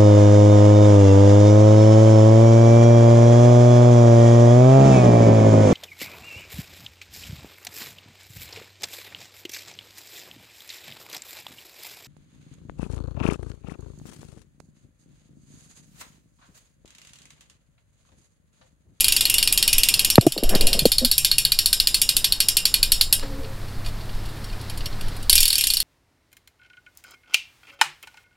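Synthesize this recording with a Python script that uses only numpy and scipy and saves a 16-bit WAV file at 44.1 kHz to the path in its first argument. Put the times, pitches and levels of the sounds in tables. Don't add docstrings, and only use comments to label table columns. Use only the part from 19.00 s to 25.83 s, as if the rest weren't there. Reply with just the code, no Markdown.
import sys
import numpy as np
from scipy import signal
from scipy.fft import rfft, irfft
from scipy.io import wavfile
from scipy.ndimage import uniform_filter1d

SR = 44100
rng = np.random.default_rng(int(sys.argv[2]) if len(sys.argv) > 2 else 0)


def field_ratio(decibels):
    return 10 ** (np.asarray(decibels, dtype=float) / 20)


def put_to_file(sound):
    columns = np.atleast_2d(sound).T
    safe = np.clip(columns, -1, 1)
    whole_steps = np.round(safe * 32767)
    wavfile.write(sys.argv[1], SR, whole_steps.astype(np.int16))


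N = 301203
t = np.arange(N) / SR

# pitch_hz, level_db (per Hz)
SHIMMER_SHAPE = [(530, -38), (900, -26.5), (1800, -16.5), (2030, -15), (2790, -7), (3350, -3), (4430, -12),
                 (4830, -1), (5650, -10.5), (6080, -10.5), (7210, -6), (7850, -6.5), (9090, -3),
                 (15700, -10.5), (16800, -40)]


def unit(x):
    return x / np.sqrt(np.mean(x ** 2, axis=-1, keepdims=True))


def curve(table):
    s, first, *rest = np.transpose(table)
    level = np.interp(t, s, first, left=-120, right=-120)
    return [level] + [np.interp(t, s, c) for c in rest]


def colour(x, shape):
    hz, db = np.transpose(shape)
    f = np.fft.rfftfreq(x.shape[-1], 1 / SR) + 1
    gain = field_ratio(np.interp(np.log(f), np.log(hz), db))
    return irfft(rfft(x) * gain, x.shape[-1])


def band(lo_hz, hi_hz):
    sos = signal.butter(2, [lo_hz, hi_hz], "bandpass", fs=SR, output="sos")
    return unit(signal.sosfilt(sos, rng.standard_normal(N)))


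def walk(rate):
    k = int(SR / rate)
    steps = np.repeat(rng.standard_normal(N // k + 1), k)
    return unit(uniform_filter1d(steps, k)[:N])


def add(track, s, sound):
    i = int(s * SR)
    part = sound[max(-i, 0):len(track) - i]
    track[max(i, 0):max(i, 0) + len(part)] += part


def fade(u, t60):
    return np.exp(-np.log(1000) * u / t60)


def duck(s):
    knock_s, drop_db, hold_s, recover_s = 1.159, -9.5, 0.25, 0.27
    return drop_db * (s > knock_s) * np.clip(1 - (s - knock_s - hold_s) / recover_s, 0, 1)


def teeth(start, gaps):
    tooth, ms = np.transpose(gaps)
    each_gap_ms = np.interp(np.arange(1, tooth[-1] + 1), tooth, ms)
    return start + np.r_[0, np.cumsum(each_gap_ms)] / 1000


def ratchet():
    # tooth_passed, gap_ms (since the last tooth)
    coast_gaps = [(1, 39.47), (2, 36.83), (7, 45.52), (10, 41.7), (13, 50.27), (28, 55.58), (34, 59.71),
                  (39, 64.72), (54, 72.56), (66, 91.61), (67, 115.27)]
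    respin_gaps = [(1, 32.15), (2, 25.61), (8, 24.46), (11, 26.55), (16, 34.02), (18, 32.27)]
    # start_s, snap_db, spread_db (bands beside the 4.4 kHz strike)
    facing = [(0, 2.5, 2), (.3, 1, 7), (.55, 1.5, 4), (.83, 3, 10), (1.1, 1.5, 3), (1.75, 0.5, 5.5),
              (2.07, 3, -15.5), (2.35, 3, 1.5), (2.7, 3, -5), (3.3, 2.5, -1.5), (3.5, 3, -2.5),
              (4.1, 5.5, -6), (6.3, 7, -1.5), (6.42, 1.5, -1), (6.52, -1, -2), (6.62, -1.5, 2),
              (6.699, 0, -4), (6.83, -2.5, -6)]
    spread_share = [0.92, 0.45, 0.28]
    snap_scatter_db, spread_scatter_db, band_scatter_db = 0.17, 4.5, -1
    s = np.r_[teeth(-.033, coast_gaps), teeth(6.2961, respin_gaps)]
    at, db, spread = np.transpose(facing)
    chance = rng.standard_normal((len(s), 5))
    tint = np.outer(np.interp(s, at, spread), spread_share)
    tint += spread_scatter_db * chance[:, [1]] + band_scatter_db * chance[:, 2:]
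    return np.c_[s, np.interp(s, at, db) + snap_scatter_db * chance[:, 0], tint]


def blows(u, count):
    # pitch_hz, level_db, t60_s
    blow_modes = [(4226, 15.5, 0.0093), (4552, 19, 0.0053), (8800, -35, 0.024), (11090, 16.5, 0.0069),
                  (2845, 1, 0.018), (1130, -8, 0.0026), (450, -11, 0.0043)]
    hz, db, t60 = np.transpose(blow_modes)[:, :, None]
    chance = rng.standard_normal((count, 3, len(blow_modes), 1))
    size, turn, shift = chance.transpose(1, 0, 2, 3)
    wave = np.sin(2 * np.pi * hz * (1 + 0.017 * shift) * u + 2 * turn)
    return np.sum(field_ratio(db + 2.5 * size) * fade(u, t60) * wave, axis=1)


def rings(u, count, scatter_db, twin_db, twin_hz, crowd_db):
    hub_hz = [2436, 2796, 2875, 3548, 3714, 3878, 4025, 4360, 4420, 4560, 4955, 5093, 5249, 5518]
    rim_hz = [6900, 7222, 7330, 7412, 8260, 8830, 9093, 9342, 9920, 10880, 11540, 12745, 13390, 15060]
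    # level_db, t60_s
    mode_levels = [(-7, 0.15), (-8.5, 0.33), (-23, 0.99), (-0.5, 0.034), (-12, 0.37), (-21, 0.57),
                   (-39.5, 0.15), (-2.5, 0.17), (-8, 0.16), (6, 0.052), (-9, 0.33), (-11, 0.41),
                   (-41, 0.25), (-2.5, 0.23), (-11, 0.21), (-24.5, 0.39), (-24, 0.99), (-18.5, 1),
                   (-7, 0.076), (-58, 0.15), (-3.5, 0.07), (-3, 0.17), (-11, 0.06), (7.5, 0.028),
                   (3, 0.089), (0.5, 0.053), (-45, .12), (-20, 0.21)]
    # pitch_hz, level_db
    late_tilt = [(3000, -1.5), (6000, -5), (11000, -5), (16000, -17)]
    hz, (db, t60) = np.array(hub_hz + rim_hz), np.transpose(mode_levels)
    crowd = rng.uniform(1500, 15800, 300)
    for shape in (SHIMMER_SHAPE, late_tilt):
        shape_hz, shape_db = np.transpose(shape)
        crowd_db = crowd_db + np.interp(np.log(crowd), np.log(shape_hz), shape_db)
    crowd_t60 = 0.19 * field_ratio(0.28 * rng.standard_normal(len(crowd)))
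    hz = np.concatenate([hz, hz + twin_hz * rng.standard_normal(len(hz)), crowd])
    db = np.concatenate([db, db + twin_db, crowd_db])
    t60 = np.concatenate([t60, t60, crowd_t60])
    size, turn = rng.standard_normal((count, len(hz), 2)).transpose(2, 0, 1)
    ring = fade(u, t60[:, None]) * np.exp(2j * np.pi * hz[:, None] * u)
    waver = np.resize(np.exp(.9j * walk(70)), (count, len(u)))
    strike = field_ratio(db + scatter_db * size) * np.exp(2j * turn)
    return ((strike @ ring) * waver).imag


def snaps(table, ring_db, over_db, rise_s, t60):
    tint_hz = [1300, 2700, 4400, 5600, 10000]
    rows, u = np.array(table), np.arange(8192) / SR
    shimmer = unit(colour(rng.standard_normal((len(rows), len(u))), SHIMMER_SHAPE))
    body = field_ratio(8.5) * shimmer * fade(u, 0.026)
    body += field_ratio(ring_db) * rings(u, len(rows), scatter_db=3.5, twin_db=-1, twin_hz=36.3, crowd_db=-5.5)
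    body[:, :1024] += blows(u[:1024], len(rows))
    body *= fade(u, t60) * (1 - np.exp(-u / rise_s)) ** 2
    body *= np.clip((u[-1] - u) / 0.054, 0, 1)
    out = np.zeros(N)
    for (s, db, low, mid, high), one, (lag, weak) in zip(rows, body, rng.random((len(rows), 2))):
        one = colour(one, list(zip(tint_hz, (0, low, 0, mid, high))))
        add(one, .001 + .004 * lag, field_ratio(-6.5 - 9.3 * weak) * one[:4096].copy())
        add(out, s, field_ratio(db + over_db - 10) * one / np.std(one[:512]))
    return out


def breeze():
    # peak_s, level_db, length_s
    gust_events = [(0.712, -40, 0.046), (1.21, -47, 0.03), (1.47, -13, 0.026), (1.623, -22, 0.066),
                   (1.858, -27, 0.036), (1.79, -24, 0.066), (2.05, -29.5, 0.15), (2.66, -41, .15),
                   (3.973, -27, .2), (4.34, -34, 0.16), (4.845, -30, 0.2), (5.217, -27.5, 0.096),
                   (5.5, -28.5, 0.07), (5.802, -29, 0.09), (6.12, -27.5, 0.17), (6.388, -21.5, .07)]
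    rumble = [(5, -6), (12, 3), (19.4, 0), (45, -12), (90, -24), (250, -50), (2500, -95)]
    wind = unit(colour(rng.standard_normal(N), rumble))
    gusts = field_ratio(-34 + 0 * walk(10))
    gusts = gusts + sum(field_ratio(db) * np.exp(-((t - s) / length) ** 2) for s, db, length in gust_events)
    return gusts * field_ratio(duck(t) / 2) * wind


def yard_noise():
    # pitch_hz, level_db (per Hz)
    yard_shape = [(35, -24), (60, -8), (113, -3.5), (175, -8.5), (550, -16.5), (940, -17.5), (1530, -20),
                  (1890, -21.5), (2950, -28), (4380, -27.5), (6220, -38), (9460, -37), (15800, -88)]
    # start_s, level_db
    yard_levels = [(0, -47), (1.15, -46), (1.65, -44.5), (1.84, -50), (2.11, -53.5), (2.34, -52),
                   (3.8, -48), (4.09, -49.5), (4.28, -45.5), (6.18, -43.5), (6.37, -50), (6.83, -56)]
    yard = colour(rng.standard_normal(N), yard_shape)
    yard /= np.std(colour(yard, [(250, -60), (300, 0), (1500, 0), (1800, -60)]))
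    hiss = field_ratio(-53 + duck(t)) * band(5100, 14700)
    return hiss + field_ratio(curve(yard_levels)[0] + duck(t)) * yard


def far_motor():
    # multiple, level_db
    motor_tones = [(2, -7), (3, 0), (4, -8), (6, -14), (8, -18)]
    # start_s, level_db
    motor_levels = [
        (0, -56),
        (1.3, -56),
        (3.8, -54),
        (4.35, -37),
        (5.3, -36),
        (6.25, -37),
        (6.4, -56),
        (6.83, -60),
    ]
    turn = 2 * np.pi * np.cumsum(34.6 * (1 + .004 * walk(4))) / SR
    motor = sum(field_ratio(db + .7 * walk(6)) * np.sin(k * turn) for k, db in motor_tones)
    return field_ratio(curve(motor_levels)[0]) * motor


def creaks():
    # start_s, length_s, pitch_hz, level_db
    creak_events = [
        (2.018, 0.063, 237, -23.5),
        (2.011, 0.044, 520, -25),
        (4.233, 0.188, 280.6, -40),
        (4.235, 0.322, 535, -43),
        (4.23, 0.27, 450, -45),
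        (1.515, 0.19, 8.6, -11.5),
        (0.74, 0.067, 14, -18),
        (1.9, 0.65, 140, -46.5),
    ]
    out = np.zeros(N)
    for s, length, hz, db in creak_events:
        u = np.arange(int(length * SR)) / SR
        swell = np.clip(u / 0.0055, 0, 1) * np.clip((length - u) / 0.025, 0, 1)
        level = field_ratio(db + 3.6 * walk(39.6)[:len(u)])
        wobble = 0.43 * min(hz / 300, 1) * walk(49.5)[:len(u)]
        add(out, s, -level * swell * np.sin(2 * np.pi * hz * u + wobble))
    return out


def knocks():
    # start_s, level_db, first_hz, last_hz, t60_s
    tap_events = [
        (1.18, 11.5, 1190, 107, 0.042),
        (1.364, -15.5, 890, 278, 0.042),
        (1.428, -5.5, 736, 177, 0.028),
        (1.861, 3.5, 330, 217, 0.017),
        (1.751, -19, 300, 180, 0.047),
        (1.819, -17.5, 294, 140, 0.095),
    ]
    thump_events = [
        (1.2653, 17, 440, 316, 0.022),
        (1.266, 7, 870, 650, 0.022),
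        (1.267, -5, 200, 134, 0.053),
        (1.8538, 24, 580, 459, 0.012),
    ]
    out, u = np.zeros(N), np.arange(4096) / SR
    taps = [(*k, 0.00099, 0.00239) for k in tap_events]
    thumps = [(*k, 0.0038, 0.0016) for k in thump_events]
    for s, db, first, last, t60, press, fall in taps + thumps:
        phase = 2 * np.pi * np.cumsum(last + (first - last) * np.exp(-u / fall)) / SR
        push = (1 - np.exp(-u / press)) ** 2 * fade(u, t60)
        add(out, s, field_ratio(db) * push * (np.sin(phase) + 0.045 * np.sin(1.8 * phase)))
    return out


def rub():
    # peak_s, level_db, swell_s, fade_s, rasp_db
    strokes = [(1.23, -32.5, 0.042, 0.016, -29), (1.254, -26, 0.012, 0.011, -31),
               (1.378, -25.5, 0.0062, 0.033, -17), (1.44, -22, .004, 0.021, -25),
               (1.546, -20, 0.072, 0.053, -11), (1.605, -27.5, 0.013, 0.24, -38),
               (1.755, -31.5, 0.021, 0.1, -30), (1.9, -65, .03, .15, -18), (2.033, -31, 0.03, 0.031, -31),
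               (4.229, -32.5, 0.005, 0.045, -3), (4.865, -42, 0.018, 0.064, -1.5)]
    slips = field_ratio(2.2 * walk(150))
    drone = unit(colour(slips * band(140, 740), [(700, 0), (900, -12)]))
    rasp = unit(slips * band(900, 2000))
    out = np.zeros(N)
    for s, db, swell, release, rasp_db in strokes:
        fall_db = 21.5 * np.maximum((s - t) / swell, (t - s) / release)
        out += field_ratio(db - fall_db) * (drone + field_ratio(rasp_db) * rasp)
    return out


def chain():
    # start_s, level_db
    chain_levels = [
        (4.2, -47),
        (4.24, -46),
        (4.41, -55),
        (4.67, -53),
        (5.19, -49.5),
        (5.75, -50.5),
        (5.99, -48.5),
        (6.13, -46),
        (6.29, -51),
    ]
    # pitch_hz, level_db
    rattle_shape = [(1200, -23), (2500, -4), (4400, 3), (5600, -4)]
    rattle_top = [(7000, -24), (9000, -50)]
    rattle = rng.standard_normal(N) * field_ratio(1.5 * walk(60))
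    return field_ratio(curve(chain_levels)[0]) * unit(colour(rattle, rattle_shape + rattle_top))


def links():
    # start_s, peak_db, spread_db
    link_events = [(4.4318, -30, -4), (4.4443, -25.5, -12), (4.682, -28, -5), (4.8463, -24, -3),
                   (4.86, -16.5, -1), (4.871, -24, -2), (4.883, -24, -1), (4.229, -24, -2),
                   (5.0075, -26, -6), (5.091, -25, -13), (5.1487, -31, 1), (5.256, -25, 0), (5.29, -29, 1),
                   (5.3697, -34, 1), (5.441, -21.5, 0), (5.4973, -25, -9), (5.527, -25, -6),
                   (5.611, -26, 1), (5.6967, -16, 0), (5.7736, -18.5, 2), (5.806, -19.5, -7),
                   (5.8567, -10.5, -0.5), (5.926, -24, -9), (6.0086, -17.5, -0.5), (6.081, -22.5, 2),
                   (6.1636, -24.5, 3), (6.2263, -21, 3)]
    link_share = [0.11, 1, 2.4]
    s, db, spread = np.transpose(link_events)
    return np.c_[s, db, np.outer(spread, link_share) + [3.5, 0, -3.5]]


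def scene():
    hub = snaps(ratchet(), ring_db=-8.5, over_db=-5.5, rise_s=0.00042, t60=2.3) * field_ratio(duck(t))
    seating = snaps(links(), ring_db=-8, over_db=-7.5, rise_s=0.002, t60=.11)
    surroundings = breeze() + yard_noise() + far_motor()
    mid = hub + surroundings + creaks() + knocks() + rub() + chain() + seating
    flutter = [(100, -4), (500, -7), (1000, 5), (2000, 0), (6000, 0), (12000, 5)]
    side = field_ratio(-30) * colour(mid * walk(300), flutter)
    return np.array([mid + side, mid - side])


def low_pass(x):
    return signal.sosfilt(signal.butter(12, 16820, fs=SR, output="sos"), x)


def record(dry):
    top_cut = signal.ellip(12, .3, 70, 15800, fs=SR, output="sos")
    dull = signal.sosfilt(top_cut, dry)
    return low_pass(np.clip(dull, -.98, .98))


dry = scene()
out = record(dry)
put_to_file(out)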